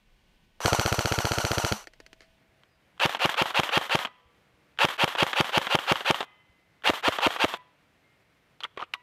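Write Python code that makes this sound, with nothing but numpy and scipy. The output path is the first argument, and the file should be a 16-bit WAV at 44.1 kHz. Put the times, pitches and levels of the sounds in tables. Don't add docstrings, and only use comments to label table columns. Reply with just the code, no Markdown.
import sys
import numpy as np
from scipy import signal
from scipy.fft import rfft, irfft
from scipy.io import wavfile

SR = 44100
rng = np.random.default_rng(int(sys.argv[2]) if len(sys.argv) > 2 else 0)


def master(y):
    cut = np.clip(np.atleast_2d(y).T, -1, 1)
    pcm = np.round(cut * 32767)
    wavfile.write(sys.argv[1], SR, pcm.astype(np.int16))


def voltage_ratio(decibels):
    exponent = np.asarray(decibels, float) / 20
    return 10 ** exponent


N = 397782
TIME = np.arange(N) / SR
SCENE_CHANGE_S = 2.38
AUTO_SLAMS = [0.6594, 0.7316, 0.7967, 0.8618, .927, 0.9923, 1.0577, 1.1231, 1.1885, 1.2541, 1.3196, 1.3853,
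              1.4511, 1.5169, 1.5829, 1.6489, 1.7238]


def auto_shots():
    fresh_db, settled_db, settle_s = 4.5, 0.5, 0.2
    return [(s, settled_db + fresh_db * np.exp((AUTO_SLAMS[0] - s) / settle_s)) for s in AUTO_SLAMS]


# (share of cycle, level [dB])
AUTO_CYCLE = [
    (0, -34),
    (.12, -33.5),
    (.24, -33),
    (.3, -28.5),
    (.6, -33.5),
    (0.851, -36),
    (1, -39.5),
]
# (time [s], level [dB])
AUTO_RUN = [(0.601, -77), (0.603, -27), (0.613, -12), (0.648, 2), (.8, -1.5), (1.0, -3.5), (1.679, -2.5),
            (1.731, -4.5), (1.779, -10), (1.83, -17.5), (1.855, -31), (1.9, -57)]
# (share of cycle, speed [rev/s])
AUTO_REVS = [(0, 440), (.3, 505), (.45, 495), (.65, 465), (.88, 410), (1, 440)]
# (time [s], share of full speed)
SPIN_UP = [(.605, .4), (.62, .76), (.635, 1.05), (.648, 1.3), (.67, .96), (.8, 1)]
# (share of cycle, level [dB])
AUTO_LOAD = [(0, -14), (.33, -14), (.5, -2), (.84, -2), (.92, -14), (1, -14)]
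ORDERS_BEHIND_DB = [-14, -7, 2, -13, -4, -15, -12, -18, -12]
# (frequency [Hz], width [Hz], level [dB])
SHELL = [(6000, 460, 0.5), (4415, 250, -7.5), (13000, 930, -6)]
# (frequency [Hz], level [dB])
BEHIND = [(120, -51), (200, -20), (702, 0), (1230, -1.5), (1430, -3), (1740, -7), (2650, -11), (2900, -6),
          (3610, -15), (4260, -10), (5200, -15), (5910, -11), (11800, -20.5), (12700, -19), (15500, -52)]


def auto_motor():
    marks = np.array(AUTO_SLAMS)
    marks = np.r_[marks[0] - .068, marks, marks[-1] + .6]
    share = np.interp(TIME, marks, np.arange(len(marks))) % 1
    run_s, run_db = np.transpose(AUTO_RUN)
    cycle_db = np.interp(share, *np.transpose(AUTO_CYCLE))
    level = voltage_ratio(cycle_db + np.interp(TIME, run_s, run_db, -99, -99) + 1.1 * drift(80))
    revs = np.interp(share, *np.transpose(AUTO_REVS)) * np.interp(TIME, *np.transpose(SPIN_UP))
    lines = motor_lines(revs, ORDERS_BEHIND_DB, .008, 2.6)
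    load_db = np.interp(share, *np.transpose(AUTO_LOAD))
    load_db = np.where(TIME < AUTO_SLAMS[0] - .01, -3.0, load_db)
    teeth = rasp(2.1)
    shell = sum(voltage_ratio(db) * rms_one(ring(teeth, hz, 5.8 / width)) for hz, width, db in SHELL)
    return level * (colour(teeth, BEHIND) + voltage_ratio(-9.5) * shell + voltage_ratio(load_db) * lines)


# (time from crack [ms], frequency [Hz], t60 [ms], sign, level [dB])
SLAM_BEHIND = [(-9, 600, 7, -1, -21), (-7.7, 310, 9, -1, -14), (-5.2, 103, 37, 1, -15.5),
               (-4.6, 900, 3, -1, -20), (-2.7, 1500, 3, 1, -23), (-.8, 2100, 3, -1, -18),
               (-.1, 1000, 2, -1, -13), (0, 2700, 2.5, -1, -14), (0, 4500, 3, -1, -17),
               (.6, 650, 5, 1, -12), (-.8, 4400, 4.6, 1, -17), (.2, 3200, 5.7, -1, -21),
               (4.5, 330, 25, -1, -32), (4.5, 185, 30, 1, -31), (7.6, 700, 6, -1, -25)]
# (time from crack [ms], frequency [Hz], t60 [ms], sign, level [dB])
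SECOND_KNOCK = [(-1, 760, 15, 1, -15.5)]
# (time [s], level [dB])
TRIGGER = (0.67, -1.6)
# (time [s], level [dB], t60 [ms], bass [dB], treble [dB])
AUTO_START = (.604, -19, 45, 5, -8)


def auto_blows():
    shots = auto_shots()
    pickup_ms, pickup_db = 16.6, -10.5
    pickups = [(s + pickup_ms / 1000, db) for s, db in shots[:-1]] + [TRIGGER]
    pickups[0] = (pickups[0][0] + .0052, 7.0)
    pickups[1] = (pickups[1][0], 7.0)
    pickup = slams(pickups, [(-0.2, 820, 9.4, -1, pickup_db - 5.5),
                             (0.11, 2300, 5.0, 1, pickup_db - 17.5),
                             (-0.34, 7800, 3, 1, pickup_db - 15.5)])
    cracks = knocks([(s - .001, db - 9, 14, 0, -1.0) for s, db in shots], BEHIND, 0.85, alike=1.0)
    jerk = knocks([AUTO_START], BEHIND, 1.5)
    blows = filtered(slams(shots, SLAM_BEHIND), 1, 40, "high")
    return blows + pickup + cracks + jerk + slams(shots[1:2], SECOND_KNOCK)


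# (slam time [s], wind-up [ms], coast [ms], rack pick-up level [dB])
SINGLE = [(3.0607, 64.5, 113, -13.5), (3.2594, 67, 96, -11.5), (3.4237, 62, 111, -12.5),
          (3.6006, 62, 107, -9.5), (3.7795, 71.3, 118, -16.5), (3.9567, 61.3, 108, -12),
          (4.853, 66.4, 116, -12.5), (5.0444, 65.8, 120, -13), (5.233, 64, 115, -12),
          (5.411, 63, 121, -14.5), (5.5816, 63.6, 118, -16.5), (5.7554, 65, 140, -13),
          (5.9236, 58, 130, -12.5), (6.1113, 64.5, 138, -13), (6.9024, 64, 109, -18.5),
          (7.0894, 63.8, 109, -20), (7.272, 68.7, 119, -18), (7.448, 62, 126, -29)]
PICKUP_MS = 33
# (share of wind-up, gear level [dB])
WIND_UP = [
    (0, -40),
    (.05, -37),
    (.3, -24),
    (.55, -21),
    (.86, -20.5),
    (.91, -17),
    (1, -25.5),
]
# (share of coast, gear level [dB])
COAST = [
    (.02, -35),
    (.27, -40),
    (0.299, -31),
    (.5, -34),
    (.7, -34.5),
    (0.9, -45),
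    (1, -45),
]
# (share of wind-up, speed [rev/s])
WIND_REVS = [(0, 250), (.25, 385), (.5, 450), (.72, 472), (.9, 455), (1, 440)]
# (share of coast, speed [rev/s])
COAST_REVS = [(0, 500), (.3, 560), (.6, 540), (1, 300)]
ORDERS_SIDE_DB = [-0.5, -5, -18, -8, -3.5, -9, -15.5, -12.5, -21.5]
# (frequency [Hz], width [Hz], level [dB])
BODY_PEAKS = [(850, 220, -5), (1400, 200, 8.5), (2540, 580, -4.5), (3240, 200, -2), (4450, 540, -11)]
# (frequency [Hz], level [dB])
SIDE_WIND = [(120, -53), (200, -37), (455, -13.5), (832, -1), (1120, -2), (1440, -5), (2080, -7.5),
             (2780, -1.5), (4010, -11.5), (4640, -15.5), (5280, -22.5), (5890, -22.5), (8030, -29),
             (13400, -34), (15800, -35.5)]
# (frequency [Hz], level [dB])
SIDE_COAST = [(120, -59.5), (200, -18), (567, -6), (1100, 1.5), (1580, -3), (1790, -1.5), (2540, -7),
              (3220, -1.5), (4730, -16.5), (8180, -22.5), (9300, -25.5), (13700, -23.5), (15800, -36.5)]


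def single_gears():
    loaded, free, singing = np.zeros(N), np.zeros(N), np.ones(N)
    revs, last_s = np.full(N, 200.), 0
    release_ms, release_db = 7, -11.5
    for s, wind_ms, coast_ms, _ in SINGLE:
        slam = round(s * SR)
        wind_db = -3 + 1.5 * (s - last_s > .4)
        coast_db = 0.3 - 0.1215 * (coast_ms - 102.7)
        winding = np.arange(slam - int(wind_ms * SR / 1000), slam)
        coasting = np.arange(slam, slam + int(coast_ms * SR / 1000))
        wound = np.linspace(0, 1, len(winding))
        coasted = np.interp(TIME[:len(coasting)] * 1000, [0, PICKUP_MS, coast_ms], [0, .28, 1])
        free[winding] *= voltage_ratio(-60 * wound)
        free[coasting] = voltage_ratio(coast_db + np.interp(coasted, *np.transpose(COAST)))
        loaded[winding] = voltage_ratio(wind_db + np.interp(wound, *np.transpose(WIND_UP)))
        released = slice(slam - int(release_ms * SR / 1000), slam)
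        loaded[released] *= voltage_ratio(release_db / 2)
        singing[released] = voltage_ratio(release_db)
        revs[winding] = np.interp(wound, *np.transpose(WIND_REVS))
        revs[coasting] = np.interp(coasted, *np.transpose(COAST_REVS))
        last_s = s
    teeth = rasp(3.0)
    lines = motor_lines(revs, ORDERS_SIDE_DB, .007, 2.2)
    body = sum(voltage_ratio(db) * peak(lines, hz, width) for hz, width, db in BODY_PEAKS)
    lines = voltage_ratio(-17.0) * lines + body
    winding_sound = loaded * (colour(teeth, SIDE_WIND) + singing * lines)
    coasting_sound = free * (colour(teeth, SIDE_COAST) + voltage_ratio(-28.0) * lines)
    return voltage_ratio(1.2 * drift(120)) * (winding_sound + coasting_sound)


# (time from crack [ms], frequency [Hz], t60 [ms], sign, level [dB])
SLAM_SIDE = [(-7.9, 340, 12, -1, -12), (-4.3, 760, 5, -1, -6), (-2.3, 1000, 4, -1, -18),
             (-2.3, 3000, 4, 1, -11), (-1.1, 330, 5, 1, -14), (-.5, 1900, 3, -1, -11),
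             (-.15, 1500, 5, 1, -14), (0, 3400, 2.5, 1, -13), (0, 5200, 2, 1, -18),
             (.1, 11000, 1.5, 1, -24), (1.5, 520, 16, -1, -24), (5.6, 900, 7, -1, -20)]
# (time from crack [ms], frequency [Hz], t60 [ms], sign, level [dB])
SLAM_EMPTY = [
    (-6.6, 800, 3, -1, -10),
    (-5.9, 270, 14, 1, -15.5),
    (-4, 1000, 2.5, -1, -13),
    (-2.1, 620, 9, 1, -8.5),
    (0, 3000, 4, 1, -19),
    (-.25, 1700, 3, 1, -12),
    (3.4, 1900, 2.7, -1, -24.5),
    (3.2, 600, 16, -1, -17),
]
# (time from crack [ms], frequency [Hz], t60 [ms], sign, level [dB])
PUSH_SIDE = [(-5.5, 160, 20.9, 1, -11.5), (6, 550, 90, -1, -35)]
# (time from pick-up [ms], frequency [Hz], t60 [ms], sign, level [dB])
PICKUP_SNAP = [(.5, 937, 7, -1, -6.5), (.7, 3080, 4, 1, -13.5)]


def single_blows():
    early_shot, early_ms, empty_shots = 15, 2.7, 4
    shots = [(row[0] - early_ms / 1000 * (k == early_shot), -1 + 0.25 * k) for k, row in enumerate(SINGLE)]
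    cracks = knocks([(s - .0022, db - 7.5, 9, 0, 4.0) for s, db in shots], SIDE_WIND, 0.1, alike=1.0)
    pushes = [(s, db - 28 * (k >= len(SINGLE) - empty_shots)) for k, (s, db) in enumerate(shots)]
    blows = slams(shots[:-empty_shots], SLAM_SIDE) + slams(pushes, PUSH_SIDE)
    blows += slams(shots[-empty_shots:], SLAM_EMPTY)
    blows += slams([(s + PICKUP_MS / 1000, db) for s, *_, db in SINGLE], PICKUP_SNAP)
    return filtered(blows, 3, 88, "high") + cracks


# (time [s], level [dB])
STARTS = [(2.9975, -27), (3.0, -10.5), (3.197, -16.5), (3.545, -16), (3.896, -15.5), (4.789, -10.5),
          (6.837, -31.5), (6.844, -20.5), (6.86, -16), (7.205, -19)]
# (time [s], level [dB])
RESETS = [(3.148, -12.5), (3.342, -15.5), (3.505, -15.5), (3.691, -13.5), (3.86, -31), (4.049, -11.5),
          (5.151, -13.5), (5.331, -11), (5.493, -16.5), (5.669, -12.5), (5.84, -34), (6.007, -16.5),
          (6.206, -9), (7.185, -11), (7.362, -16), (7.539, -13)]
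# (time [s], level [dB])
LET_GO = [(3.169, -24.5), (4.071, -27.5), (6.228, -20.5), (7.558, -35)]
# (time [s], level [dB])
TOUCHES = [(2.635, -41), (2.978, -38.5), (4.775, -36.5), (6.822, -38.5)]
# (time [ms], level [dB])
RESET_BOUNCES = [(0, -0.5), (2.8, -6.5), (6.5, -7.5)]
# (t60 [ms], bass [dB], treble [dB])
START_VOICE = (37, -4.5, 0)
PICKUP_VOICE = (24, 0, -2)
RESET_VOICE = (33, 3, 0.1)
LET_GO_VOICE = (52, 7.1, 3)
TOUCH_VOICE = (17, -11, 5.5)
# (frequency [Hz], level [dB])
CLACK = [(120, -22.5), (200, -10), (1100, 4), (1580, 1.5), (2320, -4), (3220, 0), (4810, -20),
         (8330, -26.5), (9470, -36.5), (13700, -39), (15800, -42.5)]


def small_contacts():
    pickups = [(s + PICKUP_MS / 1000, db) for s, *_, db in SINGLE]
    resets = [(s + ms / 1000, db + loss_db) for ms, loss_db in RESET_BOUNCES for s, db in RESETS]
    kinds = [(STARTS, START_VOICE), (pickups, PICKUP_VOICE), (resets, RESET_VOICE),
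             (LET_GO, LET_GO_VOICE), (TOUCHES, TOUCH_VOICE)]
    return knocks([(*row, *voice) for rows, voice in kinds for row in rows], CLACK, 1.8)


# (time [s], level [dB], brightness [dB], ring of the part struck [Hz])
MAGAZINE = [(8.6049, -28, 16, 4260), (8.612, -50, 6, 3500), (8.6272, -38, -8, 1500),
            (8.6348, -21, 17, 3080), (8.6371, -35, 14, 3400), (8.6412, -21.5, 22, 3400),
            (8.6463, -32, -6, 1110), (8.65, -26, -4, 1900), (8.764, -45, -10, 1300),
            (8.774, -20.5, -12.5, 1950), (8.7926, -28.5, -14, 2600), (8.799, -33, -11, 1110),
            (8.804, -28, 0, 3000), (8.812, -27, 1, 890), (8.8207, -25, -6, 1400), (8.825, -25.5, -15, 1250),
            (8.837, -33, 9, 2500), (8.936, -32, 15, 4200), (8.9376, -18.5, 31.5, 2090),
            (8.9396, -28, 20, 2090), (8.944, -41, 9, 1090), (8.952, -39, 16, 990)]
# (frequency [Hz], level [dB])
CATCH = [(120, -15), (200, -18), (379, -1.5), (817, -1.5), (1120, 6.5), (1410, 1.5), (1670, -5), (2730, -4),
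         (3100, -4.5), (3730, -8), (4810, -19.5), (6000, -24), (6450, -25.5), (15800, -41)]


def magazine():
    bass_share = 0.66
    rows = [(s, db, 35 - 0.4 * (db + 8), -bass_share * bright_db, (1 - bass_share) * bright_db)
            for s, db, bright_db, _ in MAGAZINE]
    out = knocks(rows, CATCH, 1.9)
    edges = [round(row[0] * SR) for row in MAGAZINE] + [N]
    for (*_, hz), start, end in zip(MAGAZINE, edges, edges[1:]):
        struck = np.r_[out[start:end], np.zeros(SR // 20)][:N - start]
        out[start:start + len(struck)] += voltage_ratio(7) * peak(struck, hz, 480)
    return out


# (time [s], level [dB])
PELLETS = [(1.8407, -36), (1.8714, -27.5), (1.935, -38), (2.0018, -32.5), (2.064, -34), (2.1305, -32.5),
           (2.2064, -37)]
# (t60 [ms], bass [dB], treble [dB])
PELLET_VOICE = (36, -2, -1)
# (time [s], level [dB], t60 [ms], bass [dB], treble [dB])
SPRAY = (2.218, -41, 170, -6, -2)
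# (frequency [Hz], level [dB])
TARGET = [(180, -15), (300, 5), (738, 0.5), (986, -11), (1790, 1.5), (3140, -5.5), (3570, -12), (4470, -5),
          (14000, -29.5)]


def pellets():
    return knocks([(*hit, *PELLET_VOICE) for hit in PELLETS] + [SPRAY], TARGET, 6.0)


# (time [s], frequency [Hz], level [dB], t60 [s])
RINGS = [(.9, 654, -49, 5.0), (1.724, 210, -27.5, 0.11), (1.721, 630, -67, 2.0), (2.0, 653, -66.5, 4.1),
         (4.05, 1000, -51, 0.67), (4.05, 1976, -51.5, 0.44), (4.05, 2466, -56, 0.3),
         (4.049, 1240, -47, 0.36), (4.05, 1303, -60, .7), (4.15, 1160, -69.5, 2.6), (4.05, 3320, -64, 0.74),
         (4.05, 3095, -66, 1.1), (4.18, 483, -71.5, 3.8), (6.21, 991, -68.5, 1.4), (6.21, 2046, -61.5, 2.8),
         (6.21, 2060, -74.5, 1.5), (6.209, 1920, -62, 0.4), (6.209, 2490, -68, .7),
         (6.209, 1238, -60, 0.78), (6.209, 827, -72.5, .7), (6.209, 3052, -66, 1.8),
         (7.538, 997, -47.5, 0.46), (7.541, 1980, -56, 0.45), (8.04, 2120, -69, 1.44),
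         (8.942, 980, -49.5, 0.3), (8.94, 1950, -56, .5)]


def ringing():
    out = np.zeros(N)
    for s, hz, db, t60 in RINGS:
        start = round(s * SR)
        t = TIME[:min(SR, N - start)]
        tone = voltage_ratio(db - 60 * t / t60) * np.sin(2 * np.pi * hz * t)
        out[start:start + len(t)] += tone * (1 - t) ** .3
    return out * voltage_ratio(2.5 * drift(12))


# (time [s], level [dB])
THUDS = [(2.488, -56.5), (2.579, -69), (2.758, -62.5), (2.951, -62), (4.254, -53), (4.538, -56),
         (6.495, -54.5), (7.819, -64), (8.799, -64)]


def thuds():
    return slams(THUDS, [(0, 68.6, 90.3, 1, 1), (0, 140, 59.8, -1, -21)])


def forest(x, t60, start_s):
    t = TIME[:SR]
    wash = rng.standard_normal(SR) * voltage_ratio(-60 * t / t60) * np.clip(t / start_s, 0, 1)
    wash = filtered(wash, 2, [500, 4000], "band")
    return signal.fftconvolve(x, wash / np.sqrt(np.sum(wash ** 2)))[:N]


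# (frequency [Hz], level [dB])
AIR_FIRST = [(12, -27.5), (20, 7), (58, -10.5), (98, -17), (203, -16.5), (254, -24.5), (996, -28.5),
             (1430, -34.5), (1690, -29.5), (2880, -27), (3220, -29.5), (8550, -46.5), (15800, -47.5)]
AIR_SECOND = [(12, -46.5), (20, -21), (65, -6), (158, -2.5), (261, -11), (292, -5.5), (345, -10.5),
              (456, -10), (496, -9.5), (1150, -14.5), (2180, -12.5), (7030, -31.5), (15800, -36.5)]
# (frequency [Hz], level [dB])
WHINE = [(1500, -80.5), (8600, -91.5)]
# (time [s], frequency [Hz], level [dB])
BIRD = [
    (2.674, 5030, -95),
    (2.69, 4960, -80),
    (2.76, 4830, -78),
    (2.785, 4850, -95),
]


def air():
    first = voltage_ratio(-60) * colour(rng.standard_normal(N), AIR_FIRST)
    first += sum(voltage_ratio(db) * np.sin(2 * np.pi * hz * TIME) for hz, db in WHINE)
    second = voltage_ratio(-65.5) * colour(rng.standard_normal(N), AIR_SECOND)
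    breeze = np.where(TIME < SCENE_CHANGE_S, first, second) * voltage_ratio(.8 * drift(3))
    lumps = rms_one(filtered(rng.standard_normal(N), 2, [40, 220], "band"))
    s, hz, db = np.transpose(BIRD)
    phase = 2 * np.pi * np.cumsum(np.interp(TIME, s, hz)) / SR
    bird = voltage_ratio(np.interp(TIME, s, db, -150, -150)) * np.sin(phase)
    return breeze + voltage_ratio(-79 + 3 * drift(6)) * lumps + bird


def ducking(loud, depth_db, release_s):
    pole = np.exp(-1 / (release_s * SR))
    loudness = signal.lfilter([1 - pole], [1, -pole], np.abs(loud))
    return voltage_ratio(depth_db * np.tanh(loudness / 0.0071))


def rms_one(x):
    return x / np.sqrt(np.mean(x ** 2) + 1e-20)


def filtered(x, order, hz, kind):
    return signal.sosfilt(signal.butter(order, hz, kind, fs=SR, output="sos"), x)


def colour(x, points):
    hz, level = np.transpose(points)
    grid = np.maximum(np.fft.rfftfreq(8192, 1 / SR), 1)
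    cepstrum = irfft(np.interp(np.log(grid), np.log(hz), level) * np.log(10) / 20)
    cepstrum[1:4096] *= 2
    cepstrum[4097:] = 0
    response = irfft(np.exp(rfft(cepstrum)))
    return signal.fftconvolve(x, response / np.sqrt(np.sum(response ** 2)))[:N]


def drift(rate):
    knots = rng.standard_normal(int(N / SR * 400) + 2)
    pole = np.exp(-2 * np.pi * rate / 400)
    smooth = rms_one(signal.lfilter([1], [1, -pole], knots))
    return np.interp(TIME * 400, np.arange(len(knots)), smooth)


def ring(clicks, hz, t60):
    r, w = voltage_ratio(-60 / (t60 * SR)), 2 * np.pi * hz / SR
    return signal.lfilter([0, np.sin(w)], [1, -2 * r * np.cos(w), r * r], clicks + 1e-18)


def peak(x, hz, width_hz):
    r = np.exp(-np.pi * width_hz / SR)
    poles = [1, -2 * r * np.cos(2 * np.pi * hz / SR), r * r]
    return signal.lfilter([(1 - r * r) / 2, 0, (r * r - 1) / 2], poles, x + 1e-18)


def rasp(grit):
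    size_db = grit * np.minimum(rng.exponential(1, N), 5)
    return rms_one(rng.standard_normal(N) * voltage_ratio(size_db))


ORDERS = [1.2, 2, 3, 4, 6, 7, 9, 10, 12]


def motor_lines(revs, levels_db, wobble, rough_db):
    turn = 2 * np.pi * np.cumsum(revs * (1 + wobble * drift(50))) / SR
    return sum(voltage_ratio(db + rough_db * drift(70)) * np.sin(k * turn) for k, db in zip(ORDERS, levels_db))


def slams(shots, blows):
    out, shots = np.zeros(N), np.array(shots)
    for ms, hz, t60_ms, sign, db in blows:
        clicks = np.zeros(N)
        at = np.round((shots[:, 0] + ms / 1000) * SR).astype(int)
        clicks[at] = voltage_ratio(db + shots[:, 1] + rng.normal(0, 1, len(shots)))
        out += sign * ring(clicks, hz, t60_ms / 1000)
    return out


def knocks(rows, spectrum, snap_db, alike=0):
    layers, t_ms = np.zeros((3, N)), TIME[:4000] * 1000
    rattle = rng.standard_normal((len(rows), 4000))
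    rattle = np.sqrt(alike) * rattle[0] + np.sqrt(1 - alike) * rattle
    for (s, db, t60_ms, bass_db, treble_db), noise in zip(rows, rattle):
        i = round(s * SR)
        decay = voltage_ratio(-60 * t_ms / max(t60_ms, 2)) + voltage_ratio(snap_db - 60 * t_ms / 5.6)
        burst = noise * voltage_ratio(db - 15.5) * decay
        layers[:, i:i + 4000] += np.outer(voltage_ratio(np.array([bass_db, 0, treble_db])), burst[:N - i])
    bass = filtered(layers[0], 2, 700, "low")
    middle = filtered(layers[1], 2, [700, 4200], "band")
    treble = filtered(layers[2], 2, 4200, "high")
    return colour(middle - bass - treble, spectrum)


def scene():
    duller = signal.cheby2(8, 30, 15400, fs=SR, output="sos")
    behind = signal.sosfilt(duller, auto_motor() + auto_blows())
    behind += voltage_ratio(-30.0) * forest(behind, 0.074, 0.052) + pellets()
    side = single_gears() + single_blows() + small_contacts() + magazine()
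    side += voltage_ratio(-37) * forest(side, 0.85, 0.011)
    background = ducking(side, -2.5, 0.11) * air()
    return (behind * (TIME < SCENE_CHANGE_S) + side + ringing() + thuds() + background)[None]


def top_cut(x):
    return signal.sosfilt(signal.butter(12, 16520, fs=SR, output="sos"), x)


def record(dry):
    rounded = dry / (1 + (dry / .36) ** 4) ** .25
    mix = filtered(rounded, 1, 45, "high")
    mix = signal.sosfilt(signal.cheby2(10, 60, 16700, fs=SR, output="sos"), mix)
    return top_cut(mix)


dry = scene()
out = record(dry)
master(out)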